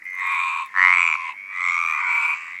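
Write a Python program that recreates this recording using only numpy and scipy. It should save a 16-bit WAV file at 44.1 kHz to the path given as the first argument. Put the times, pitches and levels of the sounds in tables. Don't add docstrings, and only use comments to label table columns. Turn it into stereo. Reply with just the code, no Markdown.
import sys
import numpy as np
from scipy import signal
from scipy.fft import rfft, irfft, next_fast_len
from scipy.io import wavfile
from scipy.ndimage import uniform_filter1d

SR = 44100
rng = np.random.default_rng(int(sys.argv[2]) if len(sys.argv) > 2 else 0)


def wrap_up_sound(samples):
    columns = np.atleast_2d(samples).T
    tamed = np.clip(columns, -1, 1)
    steps = np.round(tamed * 32767).astype(np.int16)
    wavfile.write(sys.argv[1], SR, steps)


N = 114660


def amp(db):
    return 10 ** (np.asarray(db) / 20)


def unit(x):
    return x / np.sqrt(np.mean(x ** 2) + 1e-20)


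def filtered(x, response):
    size = next_fast_len(N + 8192)
    return irfft(rfft(x, size) * response(np.fft.rfftfreq(size, 1 / SR)), size)[..., :N]


def noise(colour):
    points_hz, db = np.transpose(colour)
    response = lambda hz: amp(np.interp(np.log(hz + 1), np.log(points_hz), db))
    return unit(filtered(rng.standard_normal(N), response))


# (frequency [Hz], relative level [dB])
NIGHT_COLOUR = [(25, -2), (60, -24), (120, -5.5), (260, 0), (480, -7), (700, -3), (1100, 0), (1500, 7),
                (2200, 20), (3000, -17), (5000, -10), (8000, -15), (12000, -16.5), (16000, -28.5)]


def night_air(mid_db=-48.5, side_re_mid_db=-4.5):
    mid = noise(NIGHT_COLOUR)
    side = amp(side_re_mid_db) * noise(NIGHT_COLOUR)
    return amp(mid_db) * np.array([mid + side, mid - side])


# (time [s], relative level [dB])
TICK_EVENTS = [(.0408, -53.5), (.0525, -52), (.0825, -62), (0.102, -47.5), (0.131, -51), (0.15, -47),
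               (0.178, -54.5), (.1945, -46), (0.269, -43.5), (.32, -45), (.349, -43), (.66, -45),
               (.668, -56)]
# (frequency [Hz], relative level [dB])
TICK_COLOUR = [(3000, -23), (6000, -16), (9000, -13), (11500, -9.5), (14000, -21.5), (16000, -9.5)]


def ticks(click_s=.0012, sizzle_s=.012, sizzle_db=-16.5, gain_db=6.5):
    t, envelope = np.arange(N) / SR, np.zeros(N)
    for start, db in TICK_EVENTS:
        age = np.abs(t - start)
        decay = np.exp(-age / click_s) + amp(sizzle_db) * np.exp(-age / sizzle_s)
        envelope += amp(db) * (t >= start) * decay
    return amp(gain_db) * envelope * np.array([noise(TICK_COLOUR), noise(TICK_COLOUR)])


def plant_scatter(x, leaves_t60_s=.027, trunks_t60_s=.13, trunks_db=-1.5):
    t = np.arange(SR // 3) / SR
    decays = amp(-60 * t / np.array([[[leaves_t60_s]], [[trunks_t60_s]]]))
    echoes = rng.standard_normal((2, 2, len(t))) * decays * (t > .002)
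    leaves, trunks = echoes / np.linalg.norm(echoes, axis=-1, keepdims=True)
    return signal.fftconvolve(x[None], leaves + amp(trunks_db) * trunks, axes=1)[:, :N]


# (start [s], end [s], start pitch [Hz], end pitch [Hz], relative level [dB])
WHISTLE_GLIDES = [(.92, 1.16, 8150, 6900, -28), (1.58, 1.82, 8100, 6300, -31), (1.62, 2.0, 5500, 6100, -30),
                  (.04, .22, 6000, 6300, -30), (1.0, 1.16, 14700, 12900, -54),
                  (1.06, 1.32, 11900, 10300, -52), (1.66, 1.86, 14800, 12900, -51),
                  (1.8, 2.0, 13000, 11700, -42), (2.08, 2.38, 11900, 9800, -42),
                  (2.16, 2.36, 12600, 10900, -46), (.37, .66, 13000, 10400, -45)]


def whistles(pulse_envelope, wander_hz=130, gain_db=-1):
    t, tones = np.arange(N) / SR, np.zeros(N)
    for start, end, start_hz, end_hz, db in WHISTLE_GLIDES:
        progress = np.clip((t - start) / (end - start), 0, 1)
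        wander = wander_hz * unit(uniform_filter1d(rng.standard_normal(N), size=50))
        hz = start_hz + (end_hz - start_hz) * progress + wander
        fade = np.sqrt(np.abs(np.sin(np.pi * progress)))
        tones += amp(db) * fade * np.sin(2 * np.pi * np.cumsum(hz) / SR)
    return amp(gain_db) * tones * pulse_envelope


def vocal_sac(hz, bottom_hz=959, top_hz=2850):
    highpass = signal.freqs(*signal.butter(7, bottom_hz, 'high', analog=True), hz)[1]
    lowpass = signal.freqs(*signal.butter(6, top_hz, 'low', analog=True), hz)[1]
    return highpass * lowpass


def swell(age, rise_ms):
    rises = age * 1e3 / rise_ms
    return (rises * np.exp(1 - rises)) ** 1.42


def pulse_times(start, end, first_spacing_ms, slowing_ms=1.8, last_drag_ms=2.5):
    clock = np.arange(start, end, 1 / SR)
    spent = (clock - start) / (end - start)
    spacing_ms = first_spacing_ms + slowing_ms * spent ** 2 + last_drag_ms * spent ** 16
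    count = np.cumsum(1e3 / spacing_ms) / SR
    return np.interp(np.arange(int(count[-1]) + 1), count, clock)


# (ratio to the upper tone, relative level [dB])
OVERTONES = [(1.421, -31.5), (1.899, -45), (2.5, -42.5)]
# (frequency [Hz], relative level [dB])
RASP_COLOUR = [(400, -38), (900, -5.5), (1500, -3.5), (2500, -2), (3300, -0.5), (4300, -7), (5000, -14),
               (5800, -14), (6700, -13.5), (7800, -4.5), (9200, -29), (12500, -32), (15500, -42)]


def croak(contour, pace, low_hz, upper_rise_ms, low_rise_ms, rasp_db):
    jitter_s, spread_db, upper_spread, low_spread = .00005, 1.07, .007, .025
    chirp, chirp_s = .06, .00067
    times, upper_hz, upper_db, low_db = np.transpose(contour)
    onsets = pulse_times(*pace)[:, None]
    jitter, detune, upper_luck, low_luck = rng.standard_normal((80, 4))[:len(onsets)].T[..., None]
    samples = (onsets * SR).astype(int) + np.arange(SR // 40)
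    age = np.maximum(samples / SR - onsets - jitter_s * jitter, 0)
    per_pulse = lambda column: np.interp(onsets, times, column)
    train = lambda pulses: np.bincount(samples.ravel(), pulses.ravel(), N)[:N]

    phase_per_hz = 2 * np.pi * (age + chirp * chirp_s * (1 - np.exp(-age / chirp_s)))
    upper_phase = phase_per_hz * per_pulse(upper_hz) * (1 + upper_spread * detune)
    low_phase = phase_per_hz * low_hz * (1 + low_spread * detune)
    upper_gain = amp(per_pulse(upper_db) + spread_db * upper_luck)
    low_gain = amp(per_pulse(low_db) + spread_db * low_luck)
    burst = upper_gain * swell(age, upper_rise_ms)
    after_ring = upper_gain * amp(-30.5) * swell(age, rise_ms=14)
    upper = (burst + after_ring) * np.sin(upper_phase)
    low = low_gain * swell(age, low_rise_ms) * np.sin(low_phase)
    tones = filtered(train(upper + low), vocal_sac)

    envelope, grain = train(burst), noise(RASP_COLOUR)
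    repeated = np.interp(age, np.arange(N) / SR, grain)
    snap = upper_gain * swell(age, rise_ms=.9)
    rasp = train(snap * repeated) + amp(-7) * envelope * grain
    overtones = burst * sum(amp(db) * np.sin(ratio * upper_phase) for ratio, db in OVERTONES)
    bass_cut = lambda hz, corner_hz=770: 1 - 1 / (1 + (hz / corner_hz) ** 8)
    edge = filtered(train(overtones) + amp(rasp_db) * rasp, bass_cut)
    return tones + edge, envelope


# (time [s], upper tone [Hz], relative upper level [dB], relative low level [dB])
OPENING = [(.02, 1960, -29.5, -45), (.046, 1940, -70, -64), (.053, 2090, -23, -48), (.12, 2050, -26, -46),
           (.2, 2140, -19, -33.5), (.3, 2222, -11.5, -21), (.47, 2350, -19, -24.5), (.6, 2380, -22, -24.5)]
LOW_VOICE = [(.13, 1780, -44, -43.5), (.22, 1940, -21, -23.5), (.33, 2200, -17.5, -21),
             (.45, 2410, -15.5, -20), (.62, 2480, -19.5, -20), (.655, 2310, -28, -35.5),
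             (.685, 2380, -35, -52)]
CLOSE = [(.74, 1720, -25.5, -22.5), (.765, 1810, -10, -13.5), (.806, 1935, -3.5, -12.5),
         (.85, 2036, -2.5, -9), (.96, 2226, -4, -13), (1.04, 2350, -6, -16), (1.14, 2343, -10, -19),
         (1.158, 2370, -16.5, -12.5)]
LEFT = [(.688, 1990, -26, -42), (.85, 2160, -23, -33), (1.05, 2270, -15.5, -27), (1.18, 2274, -13.5, -24.5),
        (1.3, 2156, -13.5, -21.5), (1.335, 2080, -45, -50)]
CREAK = [(1.245, 2830, -38, -48), (1.285, 2700, -22.5, -30), (1.32, 2540, -19.5, -30),
         (1.345, 2570, -56, -30)]
CENTRE = [(1.88, 1890, -26.5, -42), (2.06, 2230, -32.5, -23.5), (2.24, 2460, -13, -25.5),
          (2.36, 2180, -38, -36)]
FAR = [(1.304, 2120, -35, -49), (1.38, 2222, -28.5, -51), (1.53, 2332, -27, -34.5),
       (1.75, 2200, -19.5, -93)]
NEAR = [(1.482, 1870, -41, -46.5), (1.56, 2026, -20.5, -28.5), (1.65, 2136, -13.5, -20),
        (1.73, 2201, -14, -20), (1.83, 2294, -13.5, -18.5), (1.94, 2353, -14.5, -19.5),
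        (2.005, 2430, -24.5, -20)]
RIGHT = [(1.925, 1950, -22, -25.5), (2.0, 2174, -14.5, -23), (2.11, 2270, -8.5, -19.5),
         (2.22, 2352, -9.5, -21), (2.338, 2360, -12, -20)]
LATE = [(1.98, 1970, -21.5, -22.5), (2.1, 2260, -17.5, -22.5), (2.25, 2350, -20, -21),
        (2.35, 2340, -17.5, -27), (2.52, 2360, -24, -33), (2.56, 2320, -25, -36.5)]
CLOSING = [(2.4, 1910, -36, -54), (2.49, 1970, -27.5, -45), (2.6, 2196, -22, -52)]
# (contour, low tone [Hz], upper rise [ms],
# low rise [ms], rasp [dB], left over right [dB], left lead [ms], scatter [dB, capped at 0], gain [dB])
CROAKS = [ (OPENING, 1173, 1.47, 0.77, -35, -0.44, 0.022, -0.5, 0),
          (LOW_VOICE, 1058.6, 0.88, 2.47, -17, -2.7, -0.091, 1.6, 1),
          (CLOSE, 1141, 1.14, 1.12, -26, -1.6, 0.027, -9.5, 0),
          (LEFT, 1064, 1.14, 3, -25.5, 2.4, 0.21, -4, 0), (CREAK, 820, 1, 1.4, -27.5, 4.3, 0.24, -11.5, 0),
          (CENTRE, 1408, 1.5, 2.2, -21.5, 0, -0.0016, -2.5, 0), (FAR, 1114, 1.9, 1.2, -55, 0, 0, -6, 0),
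          (NEAR, 1140, 2.1, 1.9, -20, -3, -.01, -8, 0), (RIGHT, 984, 1.52, 2.2, -26.5, 1.8, -0.11, -0.5, 0),
          (LATE, 1114, 0.8, 0.99, -21, -5, -0.17, -2, 0),
          (CLOSING, 1300, 1.44, 1.4, -27.5, 0, .03, -13.5, 0)]
# (start [s], end [s], first pulse spacing [ms])
CROAK_PACES = [(.0205, .6, 10.9), (.13, .685, 10.65), (.7402, 1.158, 10.8), (.688, 1.335, 10.4),
               (1.245, 1.345, 12.5), (1.88, 2.36, 11.2), (1.304, 1.75, 10.15), (1.482, 2.005, 11.15),
               (1.925, 2.338, 10.95), (1.98, 2.56, 10.9), (2.3995, 2.9, 10.95)]


def tree_frogs(whistle_scatter_db=-3.5):
    calls, pulse_envelope = np.zeros((2, N)), np.zeros(N)
    sides = np.array([[.5], [-.5]])
    for (contour, *timbre, pan_db, lead_ms, scatter_db, gain_db), pace in zip(CROAKS, CROAK_PACES):
        voice, envelope = croak(contour, pace, *timbre)
        direct = filtered(voice, lambda hz: np.exp(2j * np.pi * hz * sides * lead_ms / 1e3))
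        wet = amp(min(scatter_db, 0))
        arriving = (direct + wet * plant_scatter(voice)) / np.hypot(1, wet)
        calls += amp(gain_db + sides * pan_db) * arriving
        pulse_envelope += envelope
    whistling = whistles(pulse_envelope)
    return calls + whistling + amp(whistle_scatter_db) * plant_scatter(whistling)


def scene():
    return tree_frogs() + ticks() + night_air()


def record(dry, bend=.012, top_hz=15800):
    return filtered(dry + bend * dry ** 2, lambda hz: hz < top_hz)


dry = scene()
out = record(dry)
wrap_up_sound(out)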